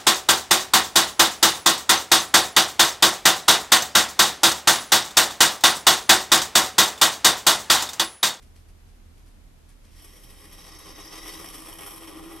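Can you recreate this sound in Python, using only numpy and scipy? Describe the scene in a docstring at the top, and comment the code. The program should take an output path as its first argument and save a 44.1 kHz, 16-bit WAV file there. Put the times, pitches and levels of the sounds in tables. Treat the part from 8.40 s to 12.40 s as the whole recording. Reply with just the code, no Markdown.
"""In a quiet room, close by, a wooden rake rests in a tray of fine sand, creeps, then is dragged
and swung round. Grains slip under the blade in small clumps and ring its wood; now and then it
catches and lets go with a crunch or a tick. As it swings, the ring of its tip and the rasp of its
edge fade and the low body takes over. Ventilation rumbles underneath."""
import sys
import numpy as np
from scipy import signal
from scipy.fft import rfft, irfft
from scipy.io import wavfile
from scipy.ndimage import map_coordinates

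SR = 44100
rng = np.random.default_rng(int(sys.argv[2]) if len(sys.argv) > 2 else 0)


def wrap_up_sound(samples):
    """Save the sound to the file named by the first command line argument, as 16-bit audio."""
    columns = np.atleast_2d(samples).T
    # keep every value between -1 and 1, then stretch to whole-number steps
    tamed = np.clip(columns, -1, 1)
    steps = np.round(tamed * 32767).astype(np.int16)
    wavfile.write(sys.argv[1], SR, steps)


N = 176400
HZ, T = np.fft.rfftfreq(N, 1 / SR), np.arange(N) / SR
BAND_LIMIT_HZ = 13150


def amp(db):
    """Decibels to gain."""
    return 10 ** (np.asarray(db) / 20)


def unit(x):
    """Scale to rms 1."""
    return x / np.sqrt(np.mean(x ** 2) + 1e-20)


def over_hz(points):
    """Interpolate (Hz, value) rows on a log frequency axis."""
    hz, value = np.transpose(points)
    return np.interp(np.log(HZ + 1), np.log(hz + 1), value)


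def envelope(points):
    """Gain from (seconds, dB) rows, silent before the first."""
    return amp(np.interp(T, *np.transpose(points), left=-np.inf))


def resonances(modes):
    """Power response of a set of modes."""
    return sum(amp(db) ** 2 / (1 + 2 * ((HZ - hz) / width) ** 2) ** 2 for hz, width, db in modes)


def minimum_phase(power):
    """Response of this spectral shape that rings only after its cause."""
    cepstrum = irfft(np.log(power / power.max() + 1e-10) / 2, N)
    fold = 1 + np.sign(N / 2 - np.arange(N))
    fold[0] = 1
    return np.exp(rfft(cepstrum * fold))


def wander(rate_hz):
    """Smooth random motion up to a rate, rms 1."""
    spectrum = rfft(rng.standard_normal(N)) / (1 + (HZ / rate_hz) ** 2)
    return unit(irfft(spectrum * HZ / (HZ + 2), N))


def stereo_spectra(two, coherence):
    """Mix two unrelated signals into left and right spectra of given coherence."""
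    mid, side = rfft(two) * np.sqrt([(1 + coherence) / 2, (1 - coherence) / 2])
    return np.array([mid + side, mid - side])


def grains(per_s, spread_db=3.5):
    """Two trains of tiny impacts, most small, a few large."""
    hit, impacts = rng.random((2, N)) < per_s / SR, np.zeros((2, N))
    size = rng.exponential(1, (2, N))[hit]
    sign = rng.choice([-1, 1], (2, N))[hit]
    impacts[hit] = sign * amp(spread_db * np.minimum(size, 4.5))
    return unit(impacts)


def burst(start_s, length_s):
    """Quick swell, longer fall, peak 1."""
    age = np.clip((T - start_s) / length_s * 3, 0, 20)
    return age * np.exp(1 - age)


# Microphone pair. Each row: frequency in Hz, coherence from 0 to 1.
MIC_COHERENCE = [(100, .6), (300, .85), (560, .65), (1100, .88), (1550, .76), (2100, .96), (3400, .91),
                 (4000, .8), (4400, .87), (5600, .72), (6400, .56), (6900, .25), (8800, .42), (10500, .27),
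                 (11300, .55), (13000, .58)]
# Each row: frequency in Hz, phase lead of left in radians.
MIC_LEAD_RAD = [(0, 0), (500, .2), (1200, .05), (3500, .1), (5000, .45), (6100, .4), (7500, 1),
                (9000, 1.25), (11200, 1.7), (12000, 2.3), (13500, 2.3)]
# Each row: frequency in Hz, left minus right in dB.
MIC_BALANCE_DB = [(100, 7), (330, -1.5), (700, 0), (2000, -0.3), (5000, 1.1), (13000, .5)]


def at_mics(drive, power):
    """Impacts ring a power response and reach the two microphones."""
    left_over_right = amp(over_hz(MIC_BALANCE_DB)) * np.exp(1j * over_hz(MIC_LEAD_RAD))
    spectra = stereo_spectra(drive, over_hz(MIC_COHERENCE)) * left_over_right ** np.array([[.5], [-.5]])
    response = minimum_phase(power) / np.sqrt(np.mean(power / power.max()))
    return irfft(spectra * response, N)


# Room air. Each row: frequency in Hz, relative density in dB.
AIR_SPECTRUM = [(10, -29), (25, 9), (55, -7), (80, 0), (115, -1.5), (140, -7.5), (185, -7), (260, -8.5),
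                (400, -15), (700, -18), (1500, -23), (3500, -26.5), (8000, -30.5), (13000, -30.5)]
# Each row: frequency in Hz, stereo coherence from 0 to 1.
AIR_COHERENCE = [(30, 0.68), (70, 0), (130, 0.3), (280, 0.5), (610, 0), (1500, 0.082), (13000, 0)]
# Drone. Each row: frequency in Hz, starting level in dB, level waver in dB,
# phase waver in radians, fade in dB per second.
DRONE_TONES = [(35.2, -52, 2.5, 0.55, 0.76), (77.2, -54.5, 2.5, 0.67, 2.3)]


def ventilation(air_db=-54, waver_hz=5, balance_db=-3):
    """Steady air noise and a low, wavering drone, louder on the right."""
    noise = stereo_spectra(rng.standard_normal((2, N)), over_hz(AIR_COHERENCE))
    air = irfft(noise * amp(over_hz(AIR_SPECTRUM)), N)
    drone = np.zeros(N)
    for hz, db, waver_db, waver_rad, fade_db_per_s in DRONE_TONES:
        waver = amp(waver_db * wander(waver_hz))
        tone = np.sin(2 * np.pi * hz * T + waver_rad * wander(waver_hz))
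        drone += amp(db - fade_db_per_s * T) * unit(waver * tone)
    return amp(air_db) * unit(air) + drone * amp(balance_db * np.array([[.5], [-.5]]))


# Trickles. Each row: start in seconds, length in seconds, level in dB.
TRICKLES = [(0.01, 0.07, -60), (0.151, 0.06, -58.5), (.28, 0.027, -64), (0.467, 0.048, -66),
            (0.755, 0.06, -61.5), (0.859, 0.034, -56), (1.276, .06, -58.5), (1.41, 0.14, -65),
            (1.513, 0.084, -59)]
# Loose sand. Each row: frequency in Hz, relative density in dB.
TRICKLE_SPECTRUM = [(100, -15), (400, -5), (2000, 3.5), (4200, 0), (5500, 2), (7000, -1.5), (9000, 2),
                    (13000, -1.5)]


def trickles(rough_db=3, rough_hz=70):
    """The nearly still blade nudges loose grains, which tumble unevenly."""
    flow = sum(burst(start, length) * amp(db) for start, length, db in TRICKLES)
    flow *= unit(amp(rough_db * wander(rough_hz)))
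    return at_mics(grains(per_s=3200) * flow, amp(over_hz(TRICKLE_SPECTRUM)) ** 2)


def clumps(per_s=190, decay_s=0.0044, spread_db=1, steady_share=0.46):
    """Gain of the flow as packed sand breaks in clumps that start at once and trickle out."""
    energy = amp(spread_db * np.minimum(rng.exponential(1, N), 3.5)) ** 2
    breaks = rng.random(N) < per_s / SR
    power = signal.lfilter([1], [1, -np.exp(-1 / (decay_s * SR))], energy * breaks)
    return np.sqrt(steady_share + (1 - steady_share) * power / power.mean())


def sticking(dip_db=1.5):
    """Gain that dips as the blade sticks just before each crunch or tick."""
    stuck = np.zeros(N)
    for start, *_, stick_s in CRUNCHES + GRAIN_TICKS:
        from_centre = (T - start) / stick_s * 2 + 1
        stuck += np.exp(-np.minimum(from_centre ** 2, 4) ** 2)
    return amp(-dip_db * stuck)


def dig_and_ride(sound, pitch_share=.007, rate_hz=14):
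    """Resonances shift as the blade digs in and rides up; done by uneven resampling."""
    position = np.arange(N) + np.cumsum(pitch_share * wander(rate_hz))
    return np.array([map_coordinates(side, [position], order=3, mode="nearest") for side in sound])


# Scrape. Each row: time in seconds, then bass, low mid, mid, upper mid, treble in dB before trim.
SCRAPE_DB = [(1.42, -80, -82, -82, -86, -84), (1.53, -71, -72, -67, -68, -65),
             (1.6, -66, -66.5, -60.5, -62, -57), (1.73, -62, -65.5, -61.5, -64, -57.5),
             (2.05, -60, -60.5, -58.5, -61, -54.5), (2.25, -55.5, -55.5, -55, -58, -53.5),
             (2.5, -54, -53.5, -54.5, -57, -53.5), (2.67, -52.5, -51.5, -53, -55, -52),
             (2.78, -53, -50.5, -49.5, -53, -48.5), (2.87, -51, -50, -48.5, -52, -46.5),
             (3.0, -51, -49.5, -49, -53, -46.5), (3.15, -53.5, -52, -51.5, -53.5, -47),
             (3.36, -52.5, -52, -52, -54.5, -47), (3.48, -52.5, -49.5, -49, -53.5, -44.5),
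             (3.6, -52, -51, -52.5, -55.5, -49), (3.75, -51.5, -50, -53.5, -57, -52),
             (3.85, -50.5, -50, -54, -57.5, -51.5), (4.0, -52, -50.5, -53.5, -56.5, -50)]
# The four boundaries of those bands in Hz.
BAND_EDGES_HZ = [650, 1500, 3600, 7000]
# One trim per band in dB.
TRIMS_DB = [0.59, 0.077, -0.18, -0.31, 0.12]
# Crushed sand. Each row: frequency in Hz, relative density in dB.
SAND_SPECTRUM = [(60, -8.5), (150, -13), (280, -3), (900, -4.5), (1520, -5.5), (2700, -4), (3300, -1.5),
                 (3570, -11), (3900, -13.5), (4300, -11.5), (4620, -13.5), (5100, -10), (6000, -15),
                 (6450, -15), (7100, -20.5), (7900, -10), (8850, -3.5), (9350, -12.5), (10050, -2.5),
                 (10650, -12), (11300, 0.5), (11900, -9), (12400, -0.5), (13000, -14.5)]
# Modes of the rake's body, tip and edge. Each row: frequency in Hz, width in Hz, relative level in dB.
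WOOD_MODES = [(178, 16, 6), (316, 50, 6.5), (409, 20, 3), (522, 90, 1), (700, 70, 0), (793, 45, 5),
              (1050, 100, 5), (1220, 100, 3), (1900, 135, 0), (2190, 110, -1.5), (2500, 130, -2.5),
              (3130, 185, 4), (3402, 75, 3), (5500, 230, -.5)]
TIP_MODES = [(1975, 112, 3), (3810, 94, 4.5), (4480, 76, -4.5)]
EDGE_MODES = [(4872, 75, 3), (5010, 170, -5.5), (5366, 190, -2.5), (5580, 180, 4.5), (6370, 130, -0.5)]
# Ring of the tip and rasp of the edge. Each row: time in seconds, level in dB.
TIP_RING_DB = [(1.56, -66), (1.66, -69.5), (2.05, -63.5), (2.3, -56), (2.55, -55.5), (2.85, -49.5),
               (3.05, -56), (3.2, -62), (4, -61.5)]
EDGE_RASP_DB = [(1.55, -63), (1.64, -64.5), (2.05, -62.5), (2.25, -53), (2.55, -52.5), (2.67, -46.5),
                (2.75, -49), (2.88, -47.5), (3.03, -51), (3.15, -57), (3.5, -65.5), (4, -66)]
SLIP_GRAINS_PER_S = 11000


def scrape(slip_db=0.87, slip_hz=16, band_waver_db=0.43, band_waver_hz=2.4):
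    """Grains slip in clumps under the moving blade and ring its wood, tip and edge."""
    push = amp(slip_db * wander(slip_hz)) * sticking() * clumps()
    drive = grains(SLIP_GRAINS_PER_S) * push
    power = (resonances(WOOD_MODES) + amp(over_hz(SAND_SPECTRUM)) ** 2) * (HZ < BAND_LIMIT_HZ)
    times, *band_levels = np.transpose(SCRAPE_DB)
    lowpasses = [0] + [1 / (1 + (HZ / hz) ** 24) for hz in BAND_EDGES_HZ] + [1]
    sound = np.zeros((2, N))
    for lower, upper, levels, trim_db in zip(lowpasses, lowpasses[1:], band_levels, TRIMS_DB):
        band = unit(at_mics(drive, power * np.maximum(upper - lower, 0)))
        level_db = np.interp(T, times, levels, left=-np.inf) + trim_db
        sound += band * amp(level_db + band_waver_db * wander(band_waver_hz))
    for modes, levels in ((TIP_MODES, TIP_RING_DB), (EDGE_MODES, EDGE_RASP_DB)):
        ring = at_mics(grains(SLIP_GRAINS_PER_S) * push, resonances(modes))
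        sound += unit(ring) * envelope(levels)
    return dig_and_ride(sound)


# Each row: start in seconds, length in seconds, relative level in dB,
# nominal treble tilt in dB, sticking time beforehand in seconds.
CRUNCHES = [(1.619, 0.017, -46.5, 5.5, 0.003), (1.643, 0.013, -42.5, 6, .004), (1.835, 0.01, -44, 11, .005),
            (2.067, .02, -48.5, 2, 0.0045), (2.127, 0.013, -43, 7, 0.0037),
            (2.387, 0.0085, -39.5, 6, 0.013), (2.579, 0.015, -40, -6, 0.012),
            (2.649, 0.017, -40.5, -2, 0.057), (2.711, 0.054, -45.5, -7.5, .025),
            (2.851, 0.023, -39.5, -6.5, 0.0041), (2.877, 0.0091, -35, 6, 0.0017),
            (2.998, 0.0061, -35, -5, 0.018), (3.042, 0.0058, -31.5, -2.5, 0.012),
            (3.099, 0.011, -40, 0.5, 0.014), (3.138, 0.0053, -44, 17, 0.021), (3.281, 0.018, -36, 0, 0.014),
            (3.385, 0.015, -37, -4.5, 0.042), (3.46, 0.022, -34, 2.5, 0.006),
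            (3.674, 0.015, -41, -10, 0.0092)]


def crunches(split_hz=3600, gain_db=-6.5):
    """The caught blade lets go: packed sand gives way in a short, dense burst."""
    power = resonances(WOOD_MODES) + amp(over_hz(SAND_SPECTRUM)) ** 2 * (HZ < BAND_LIMIT_HZ)
    treble = HZ ** 4 / (HZ ** 4 + split_hz ** 4)
    drive = rng.choice([-1., 1.], (2, N))
    sound = np.zeros((2, N))
    for tilt_share, band in ((-0.61, 1 - treble), (0.5, treble)):
        push = sum(burst(start, length) * amp(db + tilt_share * tilt_db)
                   for start, length, db, tilt_db, _ in CRUNCHES)
        sound += at_mics(drive * push, power * band)
    return sound * amp(gain_db)


# Low mode of the wood. One row: frequency in Hz, width in Hz, relative level in dB.
HOLLOW_MODE = [(328.5, 11.7, 0)]
# Its swell as the rake swings round. Each row: time in seconds, level in dB.
HOLLOW_SWELL_DB = [(2.5, -65), (2.76, -60.5), (2.84, -53), (3.03, -54), (3.12, -58.5), (3.27, -53),
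                   (3.45, -57.5), (3.6, -53), (3.7, -53), (3.78, -46), (3.94, -45.4), (4, -52)]


def hollow_note(grip=.7):
    """Slipping grains hold the wood's low note as a drone; grip, 0 to 1, evens its level."""
    note = at_mics(grains(SLIP_GRAINS_PER_S), resonances(HOLLOW_MODE))
    amplitude = abs(signal.hilbert(note.mean(0)))
    held = note / (amplitude + amplitude.mean() / 10) ** grip
    return unit(held) * envelope(HOLLOW_SWELL_DB)


# Each row: start in seconds, length in seconds, relative level in dB,
# boosted resonance in Hz, sticking time beforehand in seconds.
GRAIN_TICKS = [(3.0484, .002, -39.5, 5400, .002), (3.0602, .0022, -35, 5700, .005),
               (3.0876, .0019, -29.5, 5750, .022), (3.3278, .003, -35.5, 3120, .012),
               (3.3365, .004, -38, 12400, .004), (3.3854, .003, -35.5, 5450, .02),
               (3.3912, .003, -39, 3150, .002)]
# High modes of the blade. 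Each row: frequency in Hz, width in Hz, relative level in dB.
TICK_MODES = [(3120, 300, -3), (4500, 5000, -12), (5600, 400, -1), (8900, 600, .5), (11400, 600, 4),
              (12600, 600, 0)]


def ticks(ring_db=5, ring_q=12, gain_db=-4):
    """Coarse grains snap free; each rings the blade, one resonance most of all."""
    drive = np.zeros((2, N))
    for start, length, db, ring_hz, _ in GRAIN_TICKS:
        snap = rng.choice([-1., 1.], (2, N)) * burst(start, length) * amp(db)
        ring = signal.lfilter(*signal.iirpeak(ring_hz, ring_q, SR), snap)
        drive += snap + amp(ring_db) * ring
    return at_mics(drive, resonances(TICK_MODES)) * amp(gain_db)


def reflections(sound, t60_s=0.063, first_s=0.0037, per_s=2000):
    """Short, thin tail from the tray and nearby walls."""
    taps = rng.standard_normal((2, N)) * (rng.random((2, N)) < per_s / SR)
    decay = amp(-60 * T / t60_s) * (T > first_s)
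    tail = irfft(stereo_spectra(taps * decay, over_hz(MIC_COHERENCE)), N)[:, :SR // 4]
    return signal.fftconvolve(sound, tail / np.linalg.norm(tail[0]), axes=1)[:, :N]


def scene():
    """The rake in the sand and its reflections, over the ventilation."""
    rake = scrape() + hollow_note() + crunches() + ticks() + trickles()
    echo_gain = amp(-5)
    rake_in_room = (rake + echo_gain * reflections(rake)) / np.sqrt(1 + echo_gain ** 2)
    return rake_in_room + ventilation()


def record(dry):
    """Steep low-pass at the band limit."""
    lowpass = signal.firwin(511, BAND_LIMIT_HZ, window=("kaiser", 9), fs=SR)
    return signal.oaconvolve(dry, lowpass[None], "same")


dry = scene()
out = record(dry)
wrap_up_sound(out)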